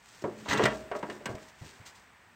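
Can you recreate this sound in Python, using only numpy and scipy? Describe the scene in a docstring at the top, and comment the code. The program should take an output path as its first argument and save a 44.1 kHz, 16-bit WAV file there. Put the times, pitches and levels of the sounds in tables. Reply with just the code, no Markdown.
"""A light wind hisses in the trees, and dry leaves and clothing rustle in swells of tiny clicks.
An empty steel drum is tipped: each knock of its rim excites the shell's modes, and its weight thuds
on the soil. It is dragged briefly over grit, where stick-slip friction shakes the shell, then is set
down and rocks on its rim until it settles. Two soft footsteps follow."""
import sys
import numpy as np
from scipy import signal
from scipy.fft import rfft, irfft
from scipy.io import wavfile

SR = 44100
rng = np.random.default_rng(int(sys.argv[2]) if len(sys.argv) > 2 else 0)


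def transcribe(signal):
    """Save signal, clipped to [-1, 1], as a 16-bit WAV file at the path in sys.argv[1]."""
    frames = np.atleast_2d(signal).T
    limited = np.clip(frames, -1, 1)
    pcm = np.round(limited * 32767).astype(np.int16)
    wavfile.write(sys.argv[1], SR, pcm)


N = 103635
T = np.arange(N) / SR
RING_S, CUTOFF_HZ = .7, 15800   # length of the drum's impulse response; upper limit of the sound


def from_db(db):
    """Decibels to amplitude ratio: tenfold for every 20 dB."""
    return 10 ** (np.asarray(db) / 20)


def rms_one(x):
    """Normalisation to unit rms."""
    return x / np.sqrt(np.mean(x ** 2) + 1e-20)


def in_time(rows):
    """Linear interpolation of each column at every sample."""
    s, *columns = np.transpose(rows)
    return [np.interp(T, s, c) for c in columns]


def at_hz(rows, hz):
    """Interpolation of each column on a logarithmic frequency axis."""
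    f, *columns = np.transpose(rows)
    return [np.interp(np.log(np.maximum(hz, 1)), np.log(f), c) for c in columns]


def colour(x, spectrum):
    """Spectral shaping of a steady signal, at unit rms."""
    db, = at_hz(spectrum, np.arange(N // 2 + 1) * SR / N)
    return rms_one(irfft(rfft(x) * from_db(db), N))


def band(x, low_hz, top_hz):
    """Causal band-pass filtering with second-order slopes."""
    for hz, kind in ((low_hz, "high"), (top_hz, "low")):
        sos = signal.butter(2, np.clip(hz, 10, SR / 2 - 500), kind, fs=SR, output="sos")
        x = signal.sosfilt(sos, x)
    return x


def add(out, start_s, sound):
    """Superposition of a sound on the mix."""
    i = int(max(start_s, 0) * SR)
    out[i:i + len(sound)] += sound[:N - i]


def grains(per_s, spread_db):
    """Shot noise: independent clicks of uneven size, at unit rms."""
    sizes = from_db(spread_db * np.minimum(rng.exponential(1, N), 4)) * rng.choice([-1, 1], N)
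    return rms_one(sizes * (rng.random(N) < per_s / SR))


def wind():
    """Turbulent flow noise: air in the trees gives a soft broadband hiss over a faint rumble."""
    # spectrum of the wind: frequency_hz, level_db
    spectrum = [(15, -19), (25, -11), (53, 5), (235, -3), (352, -6.5), (461, -6), (637, -4.5), (929, 0.5),
                (1120, -2.5), (1510, -2), (1780, 0), (4100, -16), (7220, -20), (8050, -14.5), (9990, -33.5),
                (15800, -25.5)]
    # strength of the wind: time_s, level_db
    envelope = [(0, -61), (.5, -53.5), (1.45, -55.5), (1.56, -59), (1.8, -55.5), (2.0, -57.5), (2.15, -59),
                (2.35, -59.5)]
    level_db, = in_time(envelope)
    hiss = colour(rng.standard_normal(N), spectrum)
    return from_db(level_db) * band(hiss, low_hz=67.3, top_hz=SR / 2)


def rustles():
    """Incoherent summation: swells of fine crackle from leaves and cloth add in power."""
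    # swells: peak_s, level_db, rise_s, decay_s
    swells = [(0.059, -52.5, 0.0017, 0.0026), (0.087, -54.5, 0.0022, 0.013), (.15, -57, 0.12, 0.16),
              (0.221, -50, 0.0031, 0.0087), (0.388, -56.5, 0.025, 0.14), (.755, -52, 0.06, 0.063),
              (0.964, -46, 0.0068, 0.011), (0.99, -52.5, 0.0044, 0.01), (1.125, -55, 0.06, 0.054),
              (1.305, -54.5, 0.024, 0.027), (1.353, -51, 0.0035, 0.0079), (1.43, -57.5, 0.045, 0.036),
              (1.49, -55, .02, 0.017), (1.672, -53, 0.069, 0.084), (1.865, -47, 0.006, 0.027),
              (1.9, -57, 0.0042, .01), (1.953, -58, 0.0055, 0.052)]
    # spectrum of the crackle: frequency_hz, level_db
    spectrum = [(500, -1), (1800, 4), (3500, 4), (6000, 3.5), (8200, 2), (9600, -11), (11500, -21),
                (14500, -8), (16000, -18.5)]
    power = sum((from_db(db) * np.exp(np.minimum((T - peak_s) / rise_s, (peak_s - T) / decay_s))) ** 2
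                for peak_s, db, rise_s, decay_s in swells)
    return np.sqrt(power) * colour(grains(per_s=9000, spread_db=4.5), spectrum)


def drum_modes(lesser_count):
    """Normal modes of the steel shell: the pitch and damped sine of each, strong ones first."""
    # strongest modes, three lists in matching order: pitch_hz, level_db, t60_s
    strong_hz = [117, 152.5, 212, 296, 339, 377, 425.5, 588.6, 634, 707.5, 818, 950.5, 1011, 1127, 1267,
                 1370, 1601, 1632, 1840, 1902, 1975, 2170, 2861, 3279]
    strong_db = [-0.5, -1, 2, -8.5, -5.5, 1.5, 1.5, -1, -5.5, 1.5, -9.5, 0, -2, -0.5, -4, -6.5, -9, -4, -11,
                 -4, -3.5, -4, -0.5, -10]
    strong_t60_s = [0.59, .42, 0.62, 0.82, 0.16, 0.33, .42, 0.6, 0.85, 0.25, 0.77, 0.24, 0.35, 0.29, 0.19,
                    0.49, 0.41, 0.22, 0.16, 0.13, 0.076, 0.17, 0.15, 0.22]
    # trend of the dense lesser modes: pitch_hz, level_db, t60_s
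    shell = [(90, -10.5, 0.9), (208, -5.5, 1), (486, 0.5, 0.64), (880, -6.5, 0.54), (1940, 2, 0.2),
             (3780, -1, 0.094), (6800, 5.5, 0.041), (7950, 9, .07), (11000, -12.5, 0.13),
             (15500, 16.5, .05)]
    strong = np.column_stack([strong_hz, np.add(strong_db, 10), strong_t60_s])   # lifted by 10 dB
    steps = (np.arange(lesser_count) + rng.random(lesser_count)) / lesser_count
    lesser_hz = 80 * (CUTOFF_HZ / 80) ** steps
    lesser = np.column_stack([lesser_hz, *at_hz(shell, lesser_hz)])
    hz, db, t60 = np.vstack([strong, lesser]).astype("float32").T[:, :, None]
    t = T[:int(RING_S * SR)].astype("float32")
    decay = np.exp(np.maximum(-float(np.log(1000)) * t / t60, -30))
    return hz[:, 0], from_db(db) * decay * np.sin(2 * np.pi * hz * t)


def strike(modes, low_hz, top_hz, ring_ratio, favoured_hz=None):
    """Impulse response by modal superposition: each place on the rim weights the modes anew."""
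    in_phase, spread_db = 0.14, 2.1   # the share that starts in phase makes the contact click
    favour_db, favour_octaves = 9, 0.081
    crack_db, crack_s, crack_reach = -1.5, 0.011, 1.07   # the first instant is stronger and brighter
    hz, sines = modes
    weights = rng.choice([-1, 1], len(hz)) + in_phase
    weights *= from_db(spread_db * rng.standard_normal(len(hz)))
    if favoured_hz:
        weights *= from_db(favour_db * np.exp(-(np.log2(hz / favoured_hz) / favour_octaves) ** 2))
    t = T[:sines.shape[1]]
    # the ground damps the ring at ratios below 1; above 1 it lasts longer
    damping_db_per_s = 120 / RING_S * (1 / np.clip(ring_ratio, .1, 1.2) - 1)
    motion = (weights.astype("float32") @ sines) * from_db(-damping_db_per_s * t)
    crack = band(motion * np.exp(-t / crack_s), low_hz, top_hz * crack_reach)
    return band(motion, low_hz, top_hz) + from_db(crack_db) * crack


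def knocks(modes):
    """Impact excitation: each blow of the rim on the ground, and a late footstep beside the drum, leaves the
    shell in free vibration."""
    # blows that ring the shell, all of the rim but the last, a footstep nearby: start_s, level_db, top_hz,
    # low_hz, ring_ratio, favoured_hz
    blows = [(.222, -46.5, 450, 200, 0.24, 380), (.2397, -29.5, 830, 240, 0.72, 357.5),
             (.365, -50, 346, 140, 1.0, 216), (0.426, -49.5, 348, 123, 0.87, 207),
             (0.459, -41.5, 1090, 604, 1.0, 925), (.511, -29.5, 3400, 670, 1.2, 1850),
             (.553, -43.5, 1800, 350, 1, 990), (.594, -23.5, 1030, 354, 0.78, 450),
             (.609, -34.5, 920, 302, 1, 454), (.631, -27.5, 1080, 190, 1, 653),
             (.637, -29, 4900, 600, 0.43, 3770), (.6548, -24.5, 4200, 494, 0.55, 1880),
             (.6585, -26.5, 2240, 1000, 0.79, 1940), (0.9147, -32.5, 1480, 480, 0.89, 687),
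             (.9505, -34, 1180, 390, 0.62, 606), (1.028, -39.5, 2160, 292, 0.84, 886),
             (1.031, -34.5, 1000, 172, 0.65, 930), (1.088, -39.5, 606, 244, 0.91, 358),
             (1.099, -41.5, 4130, 760, 1, 1770), (1.207, -48.5, 590, 310, 0.7, 618),
             (1.257, -35, 6100, 447, 0.86, 1580), (1.290, -37.5, 650, 248, .8, 662),
             (1.344, -46.5, 784, 196, 0.68, 620), (1.383, -54, 2200, 1200, .12, 2360),
             (1.635, -53.5, 355, 213, 0.85, 395)]
    out = np.zeros(N)
    for start_s, level_db, top_hz, low_hz, ring_ratio, favoured_hz in blows:
        blow = strike(modes, low_hz, top_hz, ring_ratio, favoured_hz)
        attack_rms = np.std(blow[:SR // 50])   # the first 20 ms
        add(out, start_s, from_db(level_db) * blow / attack_rms)
    return out


def thuds():
    """Damped oscillation: weight landing on soil gives a low decaying tone and a puff of noise."""
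    # landings, first the drum and then the feet: start_s, level_db, pitch_hz, t60_s
    landings = [(0.242, -55.5, 108, 0.58), (0.491, -39.5, 95, 0.085), (0.523, -42, 138, .2),
                (0.574, -42.5, 127, 0.39), (0.635, -34.5, 129.6, 0.26), (0.669, -55, 62, 0.93),
                (1.259, -41.5, 209, 0.077), (1.298, -35.5, 118, 0.068), (1.343, -41.5, 78.6, 0.045),
                (1.613, -40.5, 103, 0.066), (1.65, -53.5, 83.6, 0.12), (1.798, -52, 100, .08),
                (1.894, -65, 90, 0.055)]
    # spectrum of the soil: frequency_hz, level_db
    spectrum = [(25, -32), (60, -8), (140, 8.5), (350, -6.5), (700, -15), (2000, -20), (10000, -77)]
    rise_s, puff_db, puff_t60_s = 0.0031, -8.5, .16
    out = np.zeros(N)
    soil = colour(rng.standard_normal(N), spectrum)
    for start_s, level_db, pitch_hz, t60_s in landings:
        t = np.maximum(T - start_s, 0)
        push = -np.sqrt(2) * np.sin(2 * np.pi * pitch_hz * t) * from_db(-60 * t / t60_s)
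        puff = soil * from_db(puff_db - 60 * t / puff_t60_s)
        out += 2 * from_db(level_db) * (1 - np.exp(-t / rise_s)) * (push + puff)
    return out


def shake(force, response):
    """Convolution: every contact sets off the same impulse response, scaled to unit energy."""
    return signal.fftconvolve(force, response / np.linalg.norm(response))[:N]


def drag(modes):
    """Stick-slip friction: the rim's catches shake the shell; grit crunches and pings its upper modes."""
    # course of the drag: time_s, slip_db, grit_db
    course = [(.45, -57, -57), (.483, -38, -54), (.487, -33.5, -35.5), (.515, -29, -37), (.538, -27.5, -32),
              (.548, -29, -57), (.565, -25, -56), (.578, -34.5, -31.5), (.592, -30, -56), (.63, -30.5, -44),
              (.66, -37, -39), (.675, -38, -48), (.71, -33.5, -64), (.76, -57, -77)]
    # spectrum of the crunch: frequency_hz, level_db
    spectrum = [(800, 4), (2000, 6), (3800, 12), (5100, 2), (6400, 7), (7200, 1), (8300, -19), (11000, -46),
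                (14500, -12), (16000, -52)]
    slip_db, grit_db = in_time(course)
    moving = (T > course[0][0]) & (T < course[-1][0])
    slips = grains(per_s=1300, spread_db=4) * from_db(slip_db) * moving
    grit = grains(per_s=3200, spread_db=1.0)
    pressure = from_db(grit_db) * moving
    body = shake(slips, strike(modes, low_hz=243, top_hz=2930, ring_ratio=0.47))
    pings = shake(grit * pressure, strike(modes, low_hz=2730, top_hz=8550, ring_ratio=0.65))
    crunch = colour(grit, spectrum) * pressure
    return body + from_db(-10.5) * pings + crunch


def scene():
    """Linear superposition: all sources add at one point in the open air."""
    modes = drum_modes(lesser_count=280)
    return (wind() + rustles() + knocks(modes) + thuds() + drag(modes))[None]


def record(dry):
    """Band limiting: a steep elliptic low-pass removes the highest treble."""
    return signal.sosfilt(signal.ellip(12, .1, 80, CUTOFF_HZ, fs=SR, output="sos"), dry)


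dry = scene()
out = record(dry)
transcribe(out)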